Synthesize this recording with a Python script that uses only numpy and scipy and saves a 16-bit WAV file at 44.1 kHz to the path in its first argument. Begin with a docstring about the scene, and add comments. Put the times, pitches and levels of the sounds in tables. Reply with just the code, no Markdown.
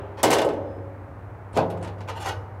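"""Steelwork on a grill barrel

A loose steel part is set down inside a grill barrel: it clacks, rattles and settles with a faint squeak.
Then a rod knocks against the wall, ticks in its hole and is pushed through in short scrapes.
Each impact or slip excites damped modes of the steel, and the room prolongs the ring.
A low hum and the rush of ventilation fill the workshop."""
import sys
import numpy as np
from scipy import signal
from scipy.fft import rfft, irfft
from scipy.io import wavfile

SR = 44100
rng = np.random.default_rng(int(sys.argv[2]) if len(sys.argv) > 2 else 0)


def bounce(signal):
    """Save signal as a 16-bit WAV file at the path given by the first command-line argument."""
    frames = np.transpose(np.atleast_2d(signal))
    limited = np.clip(frames, -1, 1)
    pcm = np.round(limited * 32767).astype(np.int16)
    wavfile.write(sys.argv[1], SR, pcm)


N = 114660
T = np.arange(N) / SR
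HZ = np.fft.rfftfreq(N, 1 / SR)

# Spectra of struck steel, rubbed steel and ventilation. Each row: frequency in Hz, relative density in dB.
IMPACT_SPECTRUM = [(40, -46), (110, -11.5), (200, -9.5), (330, -2.5), (600, -2), (900, -4), (1300, -12),
                   (2000, -18), (2900, -15), (4200, -17.5), (7800, -16), (12000, -24), (16000, -34)]
FRICTION_SPECTRUM = [(100, -46), (300, -18), (520, -13.5), (720, -16.5), (870, -7.5), (1100, -18),
                     (1550, -20.5), (2200, -24.5), (2900, -25.5), (3700, -30), (7500, -37), (12000, -45),
                     (16000, -64)]
AIR_SPECTRUM = [(20, -59.5), (38, -49), (55, -25), (75, -17.5), (110, -16.5), (160, -30.5), (280, -31.5),
                (550, -31), (900, -33), (1500, -39.5), (2200, -48.5), (3300, -64), (5000, -70.5),
                (9000, -73.5), (16000, -76)]
# Decay of the sheet steel and of the room. Each row: frequency in Hz, time to fall 60 dB in seconds.
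SHEET_T60 = [(150, 0.17), (500, 0.25), (1200, 0.2), (3000, 0.24), (8000, 0.083), (15000, 0.084)]
ROOM_T60 = [(150, 1.5), (500, 1.27), (1200, 1.1), (3000, 1), (8000, .38), (15000, .3)]
# Strength of the room's tail. Each row: frequency in Hz, level relative to the sheet in dB.
ROOM_LEVELS = [(150, -11), (500, -11), (1200, -16.5), (3000, -29), (8000, -21), (15000, -13)]
# Modes still ringing from earlier handling. Each row: frequency in Hz, initial level in dB.
FADING_MODES = [(325, -48), (397, -42), (417, -42), (528, -42), (577, -45), (853, -51)]
# Course of the hum. Each row: time in seconds, level in dB.
HUM_LEVELS = [(0, -43), (.45, -58), (.6, -39), (1.4, -44.5), (1.75, -35), (2.57, -39.5)]
# Metal sliding on metal. Each row: start and length in seconds, level in dB, tilt in dB per octave.
SCRAPES = [(0.161, 0.044, -7, -1), (1.542, 0.023, -7, 1.5), (1.806, 0.012, -21, -0.5),
           (1.978, .012, -25, 1), (2.071, 0.033, -1, 0), (2.147, 0.035, -8.5, 1), (2.188, 0.044, -4, 3),
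           (2.236, 0.0347, 2, 2), (2.263, 0.0305, 3.5, 1), (2.305, 0.017, -35, 13)]
# Blows of the loose part and of the rod on the barrel.
# Each row: start in seconds, then the levels of boom, body, clang and tick in dB.
PART_CLANKS = [(.231, -1, -2, -6.5, 5), (.2352, 1, -0.5, 2.5, -5.5), (.249, -7.5, -3.5, -8, -30),
               (.274, 0, -2, -9, -21), (.302, -5.5, -1, -5.5, -19), (.3055, 3, -14, -12, -2.5),
               (.314, -4, -9, 1.5, -9.5), (.329, -21, -2, 0, -3), (.335, -18, -4, -7.5, -4.5),
               (.352, -22, -8, -26, -18), (.366, -9.5, 2.5, -10, -30), (.385, -6.5, -7, -2, -12),
               (.417, -21.5, -2, -8, -17), (.448, -10, 4, -36.5, -19.5), (.488, -7.5, -13, -14.5, -30),
               (.535, -30, -17, -28, -38.5)]
ROD_KNOCKS = [(1.538, -13, -19, -28, -47), (1.5655, 9.5, -1, -9.5, -25), (1.572, -27, 1, -7, -17.5),
              (1.588, -28, 0.5, -11, -27)]
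BLOW_BANDS_HZ = (150, 550, 2500, 8000)  # boom, body, clang, tick
# Modes rung by the loose part, modes of the barrel wall and modes of the rod in its hole.
# Each row: frequency in Hz, relative level in dB, time to fall 60 dB in seconds.
PART_MODES = [(296, -39, 2.3), (310, -35, .5), (338, -30, .45), (394, -32, .35), (377, -43, 1.2),
              (424, -28, .45), (442, -42, 1.2), (466, -36, .5), (549, -36, 1.7), (565, -33, .55),
              (576, -38, 1.1), (650, -27, .42), (857, -38, .8), (1136, -43, .5), (1276, -39, .55),
              (1529, -33, .38), (1814, -44, .4), (2261, -46, .4), (2772, -39, .3), (2896, -39, .3),
              (4834, -41, .25), (5378, -45, .25), (7020, -42, .25), (7800, -44, .22)]
WALL_MODES = [(142, -38, .5), (173.5, -39, 1.7), (253, -42, .7), (445, -27, .45), (528, -32, 1.0),
              (651, -29, .45), (765, -33, .5), (829, -33, .45), (858, -32, .35), (949, -33, .5),
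              (1025, -36, .55), (1303, -38, .45), (1464, -44, .7)]
ROD_MODES = [(525, -50, .7), (620, -50, .8), (721, -48, .35), (812, -43, .28), (862, -43, .28),
             (910, -46, .25), (980, -48, .25), (1266, -54, .3), (1532, -50, .4), (1900, -53, .2),
             (2605, -48, .2), (2890, -48, .2), (3120, -52, .2), (3490, -55, .17), (3860, -54, .17),
             (4390, -56, .17), (6410, -58, .17), (7330, -57, .13)]
# Partials of the squeak. Each row: harmonic number, peak level in dB.
SQUEAK_PARTIALS = [(2, -78), (3, -73), (5, -83)]
# The rod's tip in its hole. Each row: start in seconds, level in dB, ping in Hz, ping boost in dB.
ROD_TICKS = [(1.530, -23.5, 9000, 16.5), (1.7005, -13.5, 10000, 11), (1.705, -18.5, 12500, 18),
             (1.772, -23, 8000, 7), (1.827, -12, 8500, 12.5), (1.846, -10, 3020, -4), (1.874, -13, 7400, 0),
             (2.006, -15.5, 5400, 3.5)]


def amp(db):
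    """Amplitude grows tenfold for every 20 dB."""
    return 10 ** (np.asarray(db) / 20)


def decay(t, t60):
    """Damping gives an exponential fall of 60 dB in t60 seconds."""
    return np.exp(-np.log(1000) * t / t60)


def read(points, hz):
    """Interpolation of a table on a logarithmic frequency axis."""
    freqs, values = np.transpose(points)
    return np.interp(np.log(hz + 1), np.log(freqs + 1), values)


def add(mix, start, sound):
    """Superposition: a sound adds to the mix from its start in seconds."""
    part = mix[max(round(start * SR), 0):][:len(sound)]
    part += sound[:len(part)]


def shaped_noise(gain):
    """Filtered white noise takes on the spectrum of the filter."""
    return irfft(rfft(rng.standard_normal(N)) * gain, N)


def drift(rate_hz):
    """Low-passed noise wanders randomly, here with unit variance."""
    wander = shaped_noise(np.exp(-(HZ / rate_hz) ** 2))
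    return wander / wander.std()


def fading_ring():
    """Free decay: the barrel loses the energy left in it by earlier handling."""
    dense = shaped_noise(amp(read(IMPACT_SPECTRUM, HZ)) / (1 + (HZ / 2400) ** 4))
    tones = sum(amp(db) * np.sin(2 * np.pi * (hz * T + rng.random())) for hz, db in FADING_MODES)
    return amp(-23.5) * dense * decay(T, t60=1.1) + tones * decay(T, t60=1.5)


def workshop(hum_hz=98.1, waver=0.087):
    """Random phase and amplitude modulation make a hum waver over broadband ventilation noise."""
    envelope = np.sqrt(2) * amp(np.interp(T, *np.transpose(HUM_LEVELS)))
    hum = envelope * np.sin(2 * np.pi * hum_hz * T + waver * drift(rate_hz=11))
    air = shaped_noise(amp(read(AIR_SPECTRUM, HZ) - 0.5))
    return hum * (1 + waver * drift(rate_hz=18)) + air


def treble_ripple(depth_db=3.8, step_hz=45, full_depth_hz=1800):
    """Crowded resonances ripple the sheet's response, in dB, alike for all contacts at one place."""
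    grid = np.arange(0, SR / 2, step_hz)
    depth = depth_db * np.minimum(grid / full_depth_hz, 1)
    db = depth * np.clip(rng.standard_normal(len(grid)), -2, 2)
    db -= depth ** 2 * np.log(10) / 20  # keeps the mean power about level
    return lambda hz: np.interp(hz, grid, db)


def sheet_ring(gain_db, crack_db=-10.5, crack_s=0.00067):
    """Impulse response: after a crack, dense modes and reverberation decay as noise, band by band."""
    size = 2 ** 16
    t, hz = T[:size], np.fft.rfftfreq(size, 1 / SR)
    centres = np.geomspace(120, 15000, 8)
    spectrum = np.exp(2j * np.pi * rng.random(len(hz))) * np.sqrt(size) * amp(gain_db(hz))
    out = np.zeros(size)
    for centre, share in zip(centres, np.eye(len(centres))):
        band = irfft(spectrum * read(np.c_[centres, share], hz), size)
        sheet = decay(t, read(SHEET_T60, centre))
        room = amp(read(ROOM_LEVELS, centre)) * decay(t, read(ROOM_T60, centre))
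        build_up = np.minimum(t * centre, 1)  # takes one cycle
        out += band * np.hypot(sheet, room) * build_up
    return out * (1 + amp(crack_db) * np.exp(-t / crack_s))


def rod_ring(gain_db):
    """Modal synthesis: the rod answers an impulse with a sum of damped sinusoids."""
    out = np.zeros(2 * SR)
    for hz, db, t60 in ROD_MODES:
        t = T[:int(1.3 * t60 * SR)]
        tone = np.sin(2 * np.pi * hz * t) * rng.choice([-1, 1])
        out[:len(t)] += amp(db + gain_db(hz)) * decay(t, t60) * tone
    return out


def scrapes(slips_per_s=1400, spread_db=4.5, rise_share=0.45, fall_s=0.0026):
    """Sliding friction: each push is a swelling run of tiny slips that ring the barrel and the rod."""
    out, ripple = np.zeros(N), treble_ripple()
    for start, length, db, db_per_octave in SCRAPES:
        t = T[:int(length * SR)]
        chance, spread = rng.random(N)[:len(t)], rng.standard_normal(N)[:len(t)]
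        push = np.clip(np.minimum(t / (rise_share * length), (length - t) / fall_s), 0, 1)
        strength = amp(spread_db * abs(spread)) * np.sign(spread)
        slips = push * (chance < slips_per_s / SR) * strength
        slips /= np.linalg.norm(slips) + 1e-9
        tilt = lambda hz: db_per_octave * np.log2(np.maximum(hz, 550) / 2500)
        barrel = sheet_ring(lambda hz: read(FRICTION_SPECTRUM, hz) + tilt(hz) + ripple(hz))
        add(out, start, amp(db) * signal.fftconvolve(slips, barrel))
        add(out, start, amp(db + 1.5) * signal.fftconvolve(slips, rod_ring(tilt)))
    return out


def blows(events, modes, modes_db=0):
    """Impact excitation: each blow rings the sheet and feeds energy to modes that damping drains."""
    out, ripple = np.zeros(N), treble_ripple()
    forces = [(start, list(zip(BLOW_BANDS_HZ, levels))) for start, *levels in events]
    for start, force in forces:
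        add(out, start, sheet_ring(lambda hz: read(IMPACT_SPECTRUM, hz) + read(force, hz) + ripple(hz)))
    for hz, db, t60 in modes:
        kicks = np.zeros(N)
        for start, force in forces:
            kicks[round(start * SR)] += amp(db + modes_db + read(force, hz)) ** 2
        energy = signal.lfilter([1], [1, -decay(1 / SR, t60) ** 2], kicks)
        # a blow shifts the phase according to its share of the energy
        phase = np.cumsum(kicks / (energy + 1e-20) * rng.uniform(-2.03, 1.99, N))
        lag = np.exp(-hz / SR)  # a mode builds up over about one cycle
        swing = signal.lfilter([1 - lag], [1, -lag], np.sqrt(energy) * np.exp(1j * phase))
        out += (swing * np.exp(2j * np.pi * hz * T)).imag
    return out


def squeak(fundamental_hz=1715, waver=0.006, peak_s=0.73, width_s=0.08):
    """Frequency modulation: thin upper harmonics waver, swell and fade as the part comes to rest."""
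    cycles = np.cumsum(fundamental_hz * (1 + waver * drift(rate_hz=141))) / SR
    swell = np.exp(-((T - peak_s) / width_s) ** 2)
    return swell * sum(amp(db) * np.sin(2 * np.pi * k * cycles) for k, db in SQUEAK_PARTIALS)


def rod_ticks(ping_octaves=0.35, rise_s=0.00089):
    """Grazing contact: each light touch rings sheet and rod, with a spectral peak heard as a ping."""
    out = np.zeros(N)
    for start, db, ping_hz, ping_db in ROD_TICKS:
        ping = lambda hz: ping_db * np.exp(-(np.log2((hz + 1) / ping_hz) / ping_octaves) ** 2)
        tick = sheet_ring(lambda hz: read(FRICTION_SPECTRUM, hz) + ping(hz))
        add(out, start, amp(db) * tick * np.minimum(T[:len(tick)] / rise_s, 1))
        add(out, start, rod_ring(lambda hz: db + 2))
    return out


def scene():
    """Superposition: the pressures of all sources add at one point."""
    clanks = blows(PART_CLANKS, PART_MODES)
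    knocks = blows(ROD_KNOCKS, WALL_MODES, modes_db=-1)
    return (clanks + knocks + rod_ticks() + scrapes() + squeak() + fading_ring() + workshop())[None]


def record(dry, cutoff_hz=15850):
    """Band limiting: a low-pass filter removes the highest treble."""
    lowpass = signal.firwin(401, cutoff_hz, window=("kaiser", 9), fs=SR)
    return signal.oaconvolve(dry, lowpass[None], "same")


dry = scene()
out = record(dry)
bounce(out)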